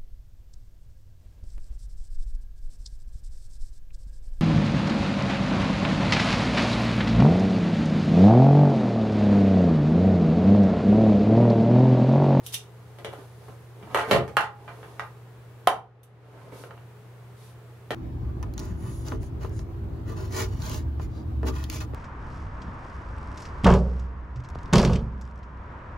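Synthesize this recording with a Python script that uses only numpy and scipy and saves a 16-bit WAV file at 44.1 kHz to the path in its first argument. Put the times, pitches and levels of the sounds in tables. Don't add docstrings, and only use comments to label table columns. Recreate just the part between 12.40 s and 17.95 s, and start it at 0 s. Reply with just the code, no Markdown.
import sys
import numpy as np
from scipy import signal
from scipy.fft import rfft, irfft
from scipy.io import wavfile

SR = 44100
rng = np.random.default_rng(int(sys.argv[2]) if len(sys.argv) > 2 else 0)


def generate_wav(signal):
    frames = np.transpose(np.atleast_2d(signal))
    scaled = np.clip(frames, -1, 1) * 32767
    pcm = np.round(scaled).astype(np.int16)
    wavfile.write(sys.argv[1], SR, pcm)


N = 244622
TIME = np.arange(N) / SR


def gain(db):
    return 10 ** (np.asarray(db) / 20)


def normalise(x):
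    return x / np.sqrt(np.mean(x ** 2))


def read_curve(points, hz):
    f, value = np.transpose(points)
    return np.interp(np.log(np.maximum(hz, 1)), np.log(f), value)


def frequencies(size):
    return np.fft.rfftfreq(size, 1 / SR)


def quickest_response(gains):
    cepstrum = irfft(np.log(gains))
    half = len(cepstrum) // 2
    cepstrum[1:half] *= 2
    cepstrum[half + 1:] = 0
    return irfft(np.exp(rfft(cepstrum)))


def shape_tone(x, points):
    response = quickest_response(gain(read_curve(points, frequencies(4096))))
    return signal.fftconvolve(np.atleast_2d(x), response[None], axes=1)[:, :x.shape[-1]]


def octaves(x):
    size = x.shape[-1]
    centres = 62.5 * 2 ** np.arange(9)
    spectrum, hz = rfft(x), frequencies(size)
    shares = [read_curve(list(zip(centres, centres == c)), hz) for c in centres]
    return [(c, irfft(spectrum * share, size)) for c, share in zip(centres, shares)]


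def add(out, s, sound):
    start = max(int(s * SR), 0)
    part = sound[:, :max(N - start, 0)]
    out[:, start:start + part.shape[1]] += part


# f/Hz, likeness (1 = the same)
EAR_LIKENESS = [(100, 0.85), (300, 0.82), (600, 0.77), (1200, 0.62), (2500, 0.13), (6000, 0.073),
                (14000, 0.16)]

def surround_noise(size):
    alike = np.clip(read_curve(EAR_LIKENESS, frequencies(size)), 0, .995)
    mid, side = rfft(rng.standard_normal((2, size)))
    mid, side = mid * np.sqrt((1 + alike) / 2), side * np.sqrt((1 - alike) / 2)
    return irfft(np.array([mid + side, mid - side]), size)


# f/Hz, fade time/s
ECHO_FADE = [(100, 0.47), (400, 0.27), (800, 0.33), (1600, 0.24), (3500, 0.21), (7000, 0.23),
             (14000, 0.097)]

def in_room(sound, room_db, build_s=0.0022, right_db=1):
    t = TIME[:SR // 2]
    bands = octaves(surround_noise(len(t)))
    echoes = sum(band * gain(-60 * t / read_curve(ECHO_FADE, hz)) for hz, band in bands)
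    echoes *= 1 - np.exp(-(t / build_s) ** 2)
    paths = gain(room_db) * echoes / np.linalg.norm(echoes[0])
    paths[:, 0] += 1
    left, right = signal.fftconvolve(sound, paths, axes=1)
    return np.vstack([shape_tone(left, [(500, 0.026), (2000, -right_db)]),
                      shape_tone(right, [(500, 0.026), (2000, right_db)])])


def contact(push_hz, chatter_s):
    t = TIME[:SR // 20]
    chatter = surround_noise(len(t)) * np.exp(-t / chatter_s)
    chatter /= np.linalg.norm(chatter[0])
    push = signal.sosfilt(signal.butter(2, push_hz, fs=SR, output="sos"), 1. * (t == 0))
    return push + signal.sosfilt(signal.butter(2, push_hz, "high", fs=SR, output="sos"), chatter)


def ring(tones, force, damping=1, detune=0.0041, spread_s=0.001157):
    f = frequencies(32768)
    hz, width, db = np.transpose(tones)[:, :, None]
    hz = hz * (1 + detune * rng.standard_normal(hz.shape))
    power = gain(db) ** 2 / (1 + ((f ** 2 - hz ** 2) / (damping * width * hz)) ** 2)
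    ringing = quickest_response(np.sqrt(power.sum(axis=0)))
    travel = np.exp(-4j * np.pi * spread_s * np.sqrt(1000 * f))
    response = irfft(rfft(ringing) * travel)
    return signal.fftconvolve(np.atleast_2d(force), response[None, :SR // 2], axes=1)


def dip(s, deepest_s):
    age = np.maximum(TIME - s, 0) / deepest_s
    return (age * np.exp(1 - age)) ** 2


# f/Hz, level/dB
HUM_TONES = [(119.8, -47.5), (55.6, -74), (182.6, -70.5), (424, -67.5)]
# f/Hz, relative level/dB
AIR_TONE = [(25, -29), (48, -31), (70, -12), (105, -11), (160, -14.5), (250, -25.5), (430, -14.5),
            (560, -22.5), (900, -23.5), (1500, -28), (2500, -34), (5300, -43.5), (11500, -45), (15500, -46)]
# t/s, treble change/dB, time to the lowest point/s
BACKGROUND_DIPS = [(1.97, -8.5, 0.11), (3.27, -26.5, 0.26)]
# f/Hz, share
DIP_SHARES = [(120, 0.28), (500, 0.27), (1500, 0.28), (4000, 0.49), (10000, 0.98)]

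def hum_and_air(air_db=-52):
    dip_db = sum(db * dip(s, deepest_s) for s, db, deepest_s in BACKGROUND_DIPS)
    air = gain(air_db) * normalise(shape_tone(surround_noise(N), AIR_TONE))
    hum = [(hz, gain(db) * np.sqrt(2) * np.sin(2 * np.pi * hz * TIME)) for hz, db in HUM_TONES]
    return sum(part * gain(dip_db * read_curve(DIP_SHARES, hz)) for hz, part in octaves(air) + hum)


def swells(table):
    return sum(gain(db) * np.cos(np.pi * np.clip((TIME - s) / length, -.5, .5))
               for s, length, db in table)


# f/Hz, width/Hz, level/dB
CASE_TONES = [(86.5, 9.4, 2.5), (132.2, 6.5, 8), (173, 42, -3), (205, 17, -8.5), (350, 54, -1.5),
              (393, 17, 2.5), (439, 27.7, 8), (545, 15, 2), (567, 50, 4.5), (617, 16, -6), (690, 51, 4),
              (815, 1.8, 2), (818, 3.6, 4.5), (867, 77, -1), (860, 39, -1.5), (1044, 50, -1),
              (1229, 61, 0.5), (1355, 165, -3.5), (1598, 25, -5.5), (1902, 250, -5), (2327, 74, -6.5),
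              (2712, 32, -5.5), (3000, 330, -10.5), (3480, 300, -18), (4150, 1100, -18.5),
              (6440, 1500, -27.5), (8900, 890, -27.5), (10800, 2500, -25.5), (12400, 2300, -39)]
# f/Hz, relative level/dB
HISS_TONE = [(1500, -8), (3500, 5.5), (4500, 4), (5300, 2.5), (6300, 2.5), (7500, -1), (10500, 4.5),
             (13000, -1.5), (16000, -12)]
# middle t/s, length/s, level/dB
SOCKET_SCRAPES = [(.766, 0.26, -49.5), (1.08, 0.18, -51.5), (1.47, .26, -49), (1.59, 0.19, -39),
                  (1.735, 0.14, -26), (2.43, 0.66, -50.5), (4.11, 0.61, -48.5)]
# middle t/s, length/s, level/dB
HISS_SWELLS = [(.081, .11, -50), (.139, .036, -36), (.9, 1.48, -66.5), (2.48, 0.71, -68),
               (4.204, 0.18, -56.5), (5.05, 0.22, -59.5)]

def scrapes_and_hiss(grain_db=6, scrape_hiss_db=-20):
    jerks = rng.standard_normal(N)
    jerks *= gain(grain_db * rng.standard_normal(N // 100 + 1)).repeat(100)[:N]
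    scrape = ring(CASE_TONES, jerks, damping=2.3)
    scrape = shape_tone(scrape, [(150, 7.5), (450, 10.0), (1200, 7.5), (3000, 5.5), (9000, 1.5)])
    scrape = normalise(in_room(scrape, room_db=15)[:, :N])
    hiss = normalise(shape_tone(surround_noise(N), HISS_TONE))
    dragging = swells(SOCKET_SCRAPES) * (scrape + gain(scrape_hiss_db) * hiss)
    return dragging + swells(HISS_SWELLS) * hiss


# f/Hz, width/Hz, level/dB
STEEL_TONES = [(2200, 500, -1.5), (2940, 240, 10), (3540, 280, 10), (3600, 360, 4.5), (4600, 2400, -7.5),
               (5900, 720, 4.5), (7200, 1400, -11.5), (9300, 2100, 4.5), (11100, 970, -0.5),
               (12350, 1600, 5), (14000, 1200, -7)]
# t/s, level/dB, high tick/dB
STEEL_HITS = [(0.0631, -9, -2), (0.1407, 1, -4), (.144, -0.5, -18), (3.632, -31, 1.5), (5.5065, -15, -8)]

def steel_clinks():
    out = np.zeros((2, N))
    for s, db, tick_db in STEEL_HITS:
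        clink = ring(STEEL_TONES, contact(push_hz=1870, chatter_s=0.0089))
        tone = [(500, -13.5), (1500, -14.0), (2800, -5), (6000, -4.5), (11000, tick_db)]
        add(out, s, gain(db) * in_room(shape_tone(clink, tone), room_db=-3))
    return out


def bounces(tone, gap_s, loss_db, dull_db, gap_shrink=0.82):
    out, s = np.zeros((2, SR)), 0
    for k in range(4):
        hit = ring(CASE_TONES, contact(push_hz=2100, chatter_s=0.0026))
        add(out, s, gain(k * loss_db) * shape_tone(hit, [(1400, 0), (3000, -k * dull_db)]))
        s += gap_s * gap_shrink ** k
    return shape_tone(out, tone)


# f/Hz, level/dB
BOX_TONE = [(450, 4), (850, -1.5), (1600, 0)]
# t/s, level/dB, low thud/dB, hard edge/dB, high tick/dB, change per bounce/dB
TABLE_HITS = [(0.586, -10.5, 0.5, 6, 4, -9), (.646, 1.5, -2, 9, 4, -29), (.729, -7, -7, -2, 3, -20),
              (1.082, -12.5, 10.5, -10, -10, -21), (1.426, -13, 15, 1.5, -14, -17),
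              (1.7108, 19.5, 4, 7, 1, -2.5), (1.878, -4, 2, 0.5, 2.5, -24), (5.5057, 8, 1, 4, -6.5, -19)]

def case_knocks():
    out = np.zeros((2, N))
    for s, db, thud_db, edge_db, tick_db, loss_db in TABLE_HITS:
        lows = [(45, -14), (80, thud_db), (220, thud_db - 1)]
        highs = [(3100, edge_db), (11000, tick_db)]
        knock = bounces(lows + BOX_TONE + highs, gap_s=0.02, loss_db=loss_db, dull_db=4)
        add(out, s, gain(db) * in_room(knock, room_db=2))
    return out


# f/Hz, width/Hz, level/dB
CLIP_TONES = [(758, 84, 38), (770, 13, 28), (1036, 84, 31.5), (1280, 84, 27), (3100, 130, 18.5),
              (3600, 480, 9), (10700, 650, 12)]
# t/s, level/dB
CLIP_RELEASES = [(.735, -31.5), (1.085, -39), (1.9702, -20), (3.2735, -2)]

def clip_pops():
    out = np.zeros((2, N))
    for s, db in CLIP_RELEASES:
        pop = ring(CLIP_TONES, contact(push_hz=2000, chatter_s=0.0012), spread_s=0.000474)
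        pop = shape_tone(pop, [(250, -9.5), (600, -0.5)])
        add(out, s, gain(db) * in_room(pop, room_db=-7))
    return out


# f/Hz, level/dB
CLACK_TONE = [(850, 1.5), (1600, 5), (3100, -0.5)]
# t/s, level/dB, hollowness/dB, high tick/dB, echo/dB, first gap/s, change per bounce/dB
SOCKET_HITS = [(1.5457, 15.5, -0.5, 1, 1.5, .027, -6), (1.588, 8, -4.5, -4, 3.5, .014, -8.5),
               (1.645, -6.5, -16, 2, 7, .012, -18), (1.9682, 22.5, -14.5, -4, 0, .040, -13),
               (2.278, -7, -3, -17, 4, .013, -6.5), (2.429, -9, -5, -24, 2.5, .015, -19),
               (2.595, 7.5, -13, -5.5, -2, .01, -13), (3.2716, 19.5, -4.5, 5, -4.5, .0104, -10.5),
               (4.237, -8.5, 7.5, -20, -2.5, .01, -21), (4.308, -7, -1, -17, -4.5, 0.007, -16),
               (4.377, -13.5, -7, -31, -3, .01, -16)]

def socket_snaps(thud_db=-16.5):
    out = np.zeros((2, N))
    for s, db, hollow_db, tick_db, room_db, gap_s, loss_db in SOCKET_HITS:
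        tone = [(160, thud_db), (450, hollow_db)] + CLACK_TONE + [(11000, tick_db)]
        rattle = bounces(tone, gap_s, loss_db, dull_db=-1.5)
        add(out, s, gain(db) * in_room(rattle, room_db))
    return out


def scene():
    hits = steel_clinks() + case_knocks() + socket_snaps() + clip_pops()
    return hits + scrapes_and_hiss() + hum_and_air()


def record(dry, low_cut_hz=42, top_hz=15650, ceiling=0.85):
    thin = signal.sosfilt(signal.butter(2, low_cut_hz, "high", fs=SR, output="sos"), dry)
    rounded = ceiling * np.tanh(thin / ceiling)
    return signal.sosfilt(signal.ellip(10, .1, 80, top_hz, fs=SR, output="sos"), rounded)


dry = scene()
out = record(dry)
generate_wav(out)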